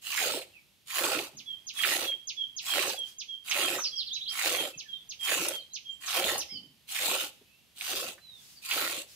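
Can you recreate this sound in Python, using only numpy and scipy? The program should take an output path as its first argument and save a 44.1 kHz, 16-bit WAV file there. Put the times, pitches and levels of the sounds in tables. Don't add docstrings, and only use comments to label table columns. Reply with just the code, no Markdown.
import sys
import numpy as np
from scipy import signal
from scipy.fft import rfft, irfft, next_fast_len
from scipy.io import wavfile
from scipy.ndimage import uniform_filter1d, map_coordinates

SR = 44100
rng = np.random.default_rng(int(sys.argv[2]) if len(sys.argv) > 2 else 0)


def dump_mix(stems):
    frames = np.atleast_2d(stems).T
    limited = np.clip(frames, -1, 1)
    pcm = np.round(limited * 32767).astype(np.int16)
    wavfile.write(sys.argv[1], SR, pcm)


N = 403515


def amp(db):
    return np.exp(np.asarray(db) * (np.log(10) / 20))


def unit(x):
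    return x / np.sqrt(np.mean(x ** 2) + 1e-20)


def along(points, hz):
    f, v = np.transpose(points)
    return np.interp(np.log(hz + 1), np.log(f + 1), v)


def curves(rows, size=N):
    s, *cols = np.transpose(rows)
    return [np.interp(np.arange(size) / SR, s, c) for c in cols]


def wobble(rate):
    step = 32
    at = np.arange(0, N + step, step)
    knots = rng.standard_normal(int(N * rate / SR) + 4)
    curve = map_coordinates(knots, [at * rate / SR])
    return np.interp(np.arange(N), at, curve)


def arch(u):
    return np.abs(np.sin(np.pi * np.clip(u, 0, 1))) + 1e-6


def envelope(t, attack_s, hold_s, release_db_per_s):
    rise = np.sin(np.pi / 2 * np.clip(t / attack_s, 0, 1)) ** 2
    return rise * amp(-release_db_per_s * np.maximum(t - hold_s, 0)) + 1e-6


def filtered(x, response):
    m = next_fast_len(N + SR // 2)
    return irfft(rfft(x, m) * response(np.fft.rfftfreq(m, 1 / SR)), m)[..., :N]


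def add(track, s, sound):
    part = track[..., max(round(s * SR), 0):][..., :sound.shape[-1]]
    part += sound[..., :part.shape[-1]]


def placed(x, lean_db, lag=3):
    side = np.array([[.5], [-.5]])

    def response(hz):
        return amp(side * lean_db(hz)) * np.exp(-2j * np.pi * hz * side * lag / SR)
    return filtered(x, response)


def echo(x, decay):
    longest_s = min(max(t60 for _, t60 in decay), .5)
    noise = rng.standard_normal((2, SR // 2))[:, :int(longest_s * SR)]
    hz, t, z = signal.stft(noise, SR, nperseg=256)
    fading = amp(-60 * t / along(decay, hz)[:, None])
    tail = signal.istft(z * fading, SR, nperseg=256)[1]
    late = np.pad(x, (SR // 200, 0))[None]
    return signal.oaconvolve(late, tail / np.linalg.norm(tail[0]), axes=1)[:, :N]


# [f/Hz, level/dB per Hz]
AIR_SPECTRUM = [(25, -22), (62, 3), (200, 2), (420, -7), (1500, -12), (3100, -2), (5500, -9), (8000, -13),
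                (14000, -10.5), (15500, -33)]
AIR_DB = -63.5


def air():
    noise = rng.standard_normal(N) + 1.2 * rng.standard_normal((2, N))
    floor = unit(filtered(noise, lambda hz: amp(along(AIR_SPECTRUM, hz))))
    return floor * amp(AIR_DB + 1.2 * wobble(2.4)) * amp([[-.7], [.7]])


# [f/Hz, t60/s]
YARD_DECAY = [(300, 0.26), (3200, 0.5), (7000, 0.46), (14000, 0.4)]
NEAR_DB = -49.5


def note(hz, db, waver=0.0088):
    drift = np.interp(np.arange(len(hz)), np.linspace(0, len(hz), 16), rng.standard_normal(16))
    phase = 2 * np.pi * np.cumsum(hz * (1 + waver * drift)) / SR
    tone = amp(db) * np.sqrt(2) * np.sin(phase)
    heard = amp(-8) * echo(tone, YARD_DECAY)
    add(heard, 0, amp(-1.0) * echo(tone, [(1000, 0.13)]))
    direct = amp(.7 * min(db.max() - NEAR_DB, 0))
    add(heard, 0, direct * np.array([tone, tone]))
    return heard


CHIP_TOP_HZ, CHIP_BOTTOM_HZ = 6976, 2000
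CHIP_KNEE_S, CHIP_DROP_S = 0.023, .008
CHIP_ATTACK_S, CHIP_HOLD_S, CHIP_RELEASE_DB_PER_S = 0.003, 0.035, 1450
# [t/s, level/dB]
CHIP_NOTES = [(1.368, -47.5), (1.667, -41.5), (2.271, -38), (2.563, -39), (2.874, -37.5), (3.183, -41),
              (3.494, -37), (3.818, -39.5), (4.131, -41), (4.775, -43), (5.089, -43), (5.733, -40.5),
              (6.061, -40), (6.387, -39.5)]


def chips(song):
    t = np.arange(SR // 16) / SR
    fall = 1 / (1 + np.exp((t - CHIP_KNEE_S) / CHIP_DROP_S))
    chip_hz = CHIP_BOTTOM_HZ + (CHIP_TOP_HZ - CHIP_BOTTOM_HZ) * fall
    chip_db = 20 * np.log10(envelope(t, CHIP_ATTACK_S, CHIP_HOLD_S, CHIP_RELEASE_DB_PER_S))
    for s, db in CHIP_NOTES:
        add(song, s, note(chip_hz, db + chip_db))


SLUR_BOW = 0.024
# [start t/s, length t/s, first f/Hz, last f/Hz, level/dB]
SLUR_NOTES = [(0.517, 0.085, 2840, 2140, -56), (3.772, .07, 6330, 5380, -38),
              (3.829, 0.055, 5930, 3880, -31), (3.953, .083, 6020, 2550, -34),
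              (4.059, 0.041, 5050, 2760, -40.5), (4.102, 0.042, 3000, 4050, -37.5),
              (4.123, .085, 3866, 3840, -39), (4.203, 0.044, 2970, 4250, -38),
              (4.259, 0.052, 2590, 6050, -37), (4.73, 0.026, 2640, 2480, -50),
              (4.828, 0.063, 1860, 1520, -60.5), (4.909, 0.13, 3900, 3140, -52.5),
              (5.582, 0.041, 4830, 3530, -51), (5.699, 0.076, 3770, 4420, -53.5),
              (5.89, 0.063, 6200, 8000, -58), (6.389, 0.033, 6580, 4430, -38.5),
              (6.472, 0.12, 5470, 4180, -45), (6.481, 0.044, 1960, 2350, -55),
              (6.544, 0.044, 3080, 2880, -41.5), (7.418, .24, 2475, 2760, -65),
              (8.191, 0.24, 4140, 3280, -55), (8.555, 0.034, 4840, 4280, -54)]


def slurs(song):
    for s, length, first_hz, last_hz, db in SLUR_NOTES:
        u = np.linspace(0, 1, int(length * SR))
        glide = (first_hz + (last_hz - first_hz) * u) * (1 + SLUR_BOW * arch(u))
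        add(song, s, note(glide, db + 20 * np.log10(arch(u))))


WHISTLE_S, WHISTLE_SWELL = .098, .9
WHISTLE_START_HZ, WHISTLE_END_HZ = 3492, 3117
WHISTLE_TIRE_HZ_PER_S = 38
# [t/s, level/dB]
WHISTLE_NOTES = [(1.456, -40), (1.755, -37), (2.055, -35), (2.363, -34.5), (2.658, -36), (2.96, -37),
                 (3.277, -38.5), (3.603, -36), (3.912, -40), (4.247, -40), (4.552, -37.5), (4.877, -43),
                 (5.189, -38), (5.514, -39.5), (5.844, -43), (6.132, -44), (6.489, -49.5)]


def whistles(whistling):
    u = np.linspace(0, 1, int(WHISTLE_S * SR))
    swell_db = 20 * np.log10(arch(u) ** WHISTLE_SWELL)
    for s, db in WHISTLE_NOTES:
        first_hz = WHISTLE_START_HZ - WHISTLE_TIRE_HZ_PER_S * s
        glide = first_hz + (WHISTLE_END_HZ - first_hz) * u
        add(whistling, s, note(glide, db + swell_db))


WHISTLE_LEAN_DB, WHISTLE_TURN_DB_PER_S = -1.5, -0.37


def birds():
    song, whistling = np.zeros((2, 2, N))
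    chips(song)
    slurs(song)
    whistles(whistling)
    turn_db = WHISTLE_LEAN_DB + WHISTLE_TURN_DB_PER_S * np.arange(N) / SR
    return placed(song + whistling * amp([turn_db / 2, -turn_db / 2]), lambda hz: -5)


# [start t/s, length t/s, level/dB at mid-swell before flutter]
BRUSH_STROKES = [(3.01, 0.17, -52.5), (8.264, 0.45, -55.5), (9.047, .14, -53)]


def rustle():
    t = np.arange(N) / SR
    rubbing = sum(amp(db) * arch((t - s) / length) ** 2 for s, length, db in BRUSH_STROKES)
    spectrum = [(1000, -34.0), (5000, -20), (15000, -29)]
    brush = filtered(rng.standard_normal((2, N)), lambda hz: amp(along(spectrum, hz)))
    return rubbing * amp(1.2 * wobble(34)) * unit(brush)


def knocks(rows, width):
    track, t = np.zeros(N), np.arange(SR // 4) / SR
    for s, db, pitch_hz, t60 in rows:
        edges = np.clip(pitch_hz * np.exp([-width, width]), 20, SR / 2.1)
        band = signal.butter(2, edges, "bandpass", fs=SR, output="sos")
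        ring = signal.sosfilt(band, rng.standard_normal(len(t)) * amp(-60 * t / t60))
        add(track, s, amp(db) * ring / abs(ring).max())
    return track


# [f/Hz, t60/s, relative level/dB]
BOWL_MODES = [(348, 0.41, -8), (513, 0.68, -4), (594, 0.13, -17), (820, 0.53, 4), (1100, 0.73, -14),
              (1345, 0.1, 13), (1930, 0.19, -23.5)]


def ringing(x):
    t = np.arange(SR // 2) / SR
    ring = sum(amp(db - 60 * t / t60) * np.sin(2 * np.pi * hz * t) / t60 for hz, t60, db in BOWL_MODES)
    return signal.fftconvolve(x, ring / abs(rfft(ring)).max())[:N]


def droplets(rate, spread_db, t60):
    struck = rng.random(N) < rate / SR
    energy = struck * amp(spread_db * np.clip(rng.standard_normal(N), -2, 2)) ** 2
    fading = signal.lfilter([1], [1, -amp(-60 / (t60 * SR)) ** 2], energy)
    return np.sqrt(fading) * rng.standard_normal((2, N))


def bubbles(rate, centre_hz, spread, cycles, size_db, rise, count=3000):
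    draw, gaps = rng.standard_normal((count, 2)), rng.exponential(size=count)
    start = np.cumsum(gaps) / rate
    draw, start = draw[start < N / SR], start[start < N / SR]
    t = np.arange(SR // 30) / SR
    turns = centre_hz * np.exp(spread * draw[:, :1]) * t
    age = turns / cycles
    size = amp(size_db * np.clip(draw[:, 1:], -2, 2))
    pops = size * np.exp(-np.log(1000) * age) * np.sin(2 * np.pi * turns * (1 + rise * age))
    at = (start[:, None] * SR).astype(int) + np.arange(len(t))
    return np.bincount(at.ravel(), pops.ravel(), N)[:N]


# [f/Hz, correlation 0..1]
LIKENESS = [(60, 0.43), (150, 0.48), (380, 0.28), (950, 0.8), (2400, 0.23), (6000, 0.028), (15000, 0.046)]


def bowl(pair, spectrum, patchy_db):
    hz, _, z = signal.stft(pair, SR, nperseg=1024)
    field = uniform_filter1d(rng.standard_normal(z.shape[1:]), size=9, axis=0)
    field = uniform_filter1d(field, size=9, axis=1)
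    turn = np.arccos(np.clip(along(LIKENESS, hz), 0, 1)) / 2
    colour = amp(along(spectrum, hz)) * np.array([np.cos(turn), np.sin(turn)])
    patchy = z * colour[..., None] * amp(patchy_db * unit(field))
    mid, side = signal.istft(patchy, nperseg=1024)[1][:, :N]
    return unit(np.array([mid + side, mid - side]))


HISS_POWER, HISS_SAG_DB_PER_S = 1.13, 6
SPLASH_POWER, SPLASH_SAG_DB_PER_S = 1.605, 3.5
PLUNGE_ATTACK_S, PLUNGE_SAG_DB_PER_S, PLUNGE_RELEASE_DB_PER_S = 0.082, 18, 224
PLUNGE_END = 0.8
STIR_DB = -25
ENTRY_S, ENTRY_DB = 0.14, 1.5
ENTRY_LEAD_S = 0.019
# [start t/s, length t/s, t/s until the jets dig in, then relative level/dB of hiss, splash, churn]
PULL_STROKES = [(.010, .45, 0.17, -37.5, -39.5, -36), (0.856, 0.45, 0.095, -38, -37.5, -37),
                (1.727, 0.41, .096, -36, -38, -40), (2.602, 0.4, 0.11, -37, -37, -38),
                (3.433, 0.42, 0.088, -37, -37, -38), (4.279, 0.46, 0.14, -36.5, -35.5, -35.5),
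                (5.19, 0.41, 0.077, -36, -38.5, -39.5), (5.998, 0.46, 0.13, -37.5, -34.5, -35.5),
                (6.871, 0.44, 0.11, -34, -38, -39.5), (7.748, 0.42, 0.12, -39.5, -43.5, -42.5),
                (8.611, 0.45, 0.096, -37, -38.5, -42)]


def flow():
    clock = np.arange(0, N, 64) / SR
    jet, surface, entry, plunge = np.zeros((4, len(clock)))
    for s, length, dig_s, hiss_db, splash_db, churn_db in PULL_STROKES:
        t = np.clip(clock - s, 0, length)
        pressure, past_peak = arch(t / length), t - length / 2
        jet += amp(hiss_db - HISS_SAG_DB_PER_S * past_peak) * pressure ** HISS_POWER
        surface += amp(splash_db - SPLASH_SAG_DB_PER_S * past_peak) * pressure ** SPLASH_POWER
        digging = clock - s - dig_s
        entry += amp(churn_db + ENTRY_DB) * arch((digging + ENTRY_LEAD_S) / ENTRY_S) ** 2
        hold_s = PLUNGE_END * length - dig_s
        depth = envelope(digging, PLUNGE_ATTACK_S, hold_s, PLUNGE_RELEASE_DB_PER_S)
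        plunge += amp(churn_db - PLUNGE_SAG_DB_PER_S * past_peak) * depth
    return curves(np.column_stack([clock, jet, surface, entry, plunge + amp(STIR_DB) * surface]))


AIM_DB, AIM_DB_PER_S = -1.9, 0.38
# [f/Hz, level/dB per Hz]
HISS_SPECTRUM = [(1500, -24.5), (2800, 0), (3700, 0), (4600, -2), (5500, -6.5), (6800, -3), (10000, -5.5),
                 (12500, -7.5), (15000, -7.5), (16000, -23)]
SPLASH_SPECTRUM = [(400, -77), (700, -5.5), (820, -4.5), (960, -10), (1090, 5), (1220, -4), (1385, 6),
                   (1600, -0.5), (1890, 2.5), (2100, -3), (2650, 3.5), (3300, -2.5), (4300, -1.5),
                   (6500, -49.5)]
FROTH_SPECTRUM = [(40, -41), (120, -5.5), (220, -14), (345, -0.5), (430, -9), (530, 0.5), (720, -4),
                  (880, 1), (1100, -8), (2000, -25)]
ENTRY_SPECTRUM = [(350, -38), (620, -3), (780, 1), (950, -14), (1400, -7.5)]
# [t/s, relative peak level/dB, f/Hz, t60/s]
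SPURTS = [(.125, -26, 2350, 0.5), (.178, -19, 2090, 0.18), (.415, -35, 2700, 0.086),
          (.910, -30, 2810, 0.056), (1.04, -17, 2890, 0.026), (1.189, -19, 2760, .038),
          (1.79, -27.5, 2080, 0.072), (1.836, -12.5, 2550, .066), (1.848, -15, 1920, 0.024),
          (2.12, -38, 2250, .06), (2.792, -21.5, 2490, 0.041), (2.99, -27, 8200, 0.036),
          (3.484, -29, 2850, .03), (3.512, -17.5, 2700, 0.13), (3.785, -25.5, 1210, 0.12),
          (5.283, -22, 2680, 0.22), (5.485, -13.5, 9100, .04), (6.241, -17.5, 3100, 0.042),
          (6.38, -19, 8700, 0.077), (6.919, -29, 6450, 0.015), (6.956, -26, 2190, 0.28),
          (6.987, -22, 2320, 0.06), (7.809, -23, 2940, 0.032), (8.18, -46, 1530, 0.067),
          (8.66, -26, 6900, 0.0071), (8.711, -17.5, 2820, 0.13)]
# [t/s, peak level/dB before placing, f/Hz, t60/s]
SOFT_BUMPS = [(1.33, -51.5, 196, 0.45), (4.76, -50, 141, 0.16), (6.25, -51, 80, 1), (6.52, -47, 187, 0.7),
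              (7.412, -54, 325, 0.13)]
# [f/Hz, level/dB]
MILK_LEAN = [(100, -2), (350, 1), (700, -6), (1300, -4.5), (2400, -13), (4400, 1), (8000, 0.5), (15000, -5)]


def milk():
    jet, surface, entry, plunge = flow()
    sputter_db = .9 * wobble(90) + .8 * wobble(22)
    spray = droplets(rate=2600, spread_db=3.5, t60=.008)
    splatter = droplets(rate=650, spread_db=4, t60=.017)
    trapped = bubbles(rate=280, centre_hz=493.2, spread=0.3324, cycles=30.5, size_db=2.5, rise=0.13)
    pockets = np.array([unit(trapped), unit(splatter[0])])
    hiss = jet * amp(5) * bowl(spray, HISS_SPECTRUM, patchy_db=3.5)
    splash = surface * amp(1.5) * bowl(splatter, SPLASH_SPECTRUM, patchy_db=3.0)
    churn = plunge * amp(-1.97) * bowl(pockets, FROTH_SPECTRUM, patchy_db=1.4)
    hollow = entry * bowl(splatter, ENTRY_SPECTRUM, patchy_db=1)
    wet = amp(sputter_db) * (hiss + splash + hollow + churn)
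    wet = wet + amp(-2.1) * knocks(SPURTS, width=0.24)
    aim_db = AIM_DB + AIM_DB_PER_S * np.arange(N) / SR
    wet = wet * amp([aim_db / 2, -aim_db / 2])
    metal = amp(1.5) * ringing(wet.mean(axis=0))
    bumps = knocks(SOFT_BUMPS, width=.4)
    return placed(wet + metal + bumps, lambda hz: along(MILK_LEAN, hz))


def scene():
    squirts = milk()
    walls = amp(-13.5) * echo(squirts.mean(axis=0), YARD_DECAY)
    return squirts + walls + rustle() + birds() + air()


def record(dry):
    top_hz = 15700
    return filtered(dry, lambda hz: hz < top_hz)


dry = scene()
out = record(dry)
dump_mix(out)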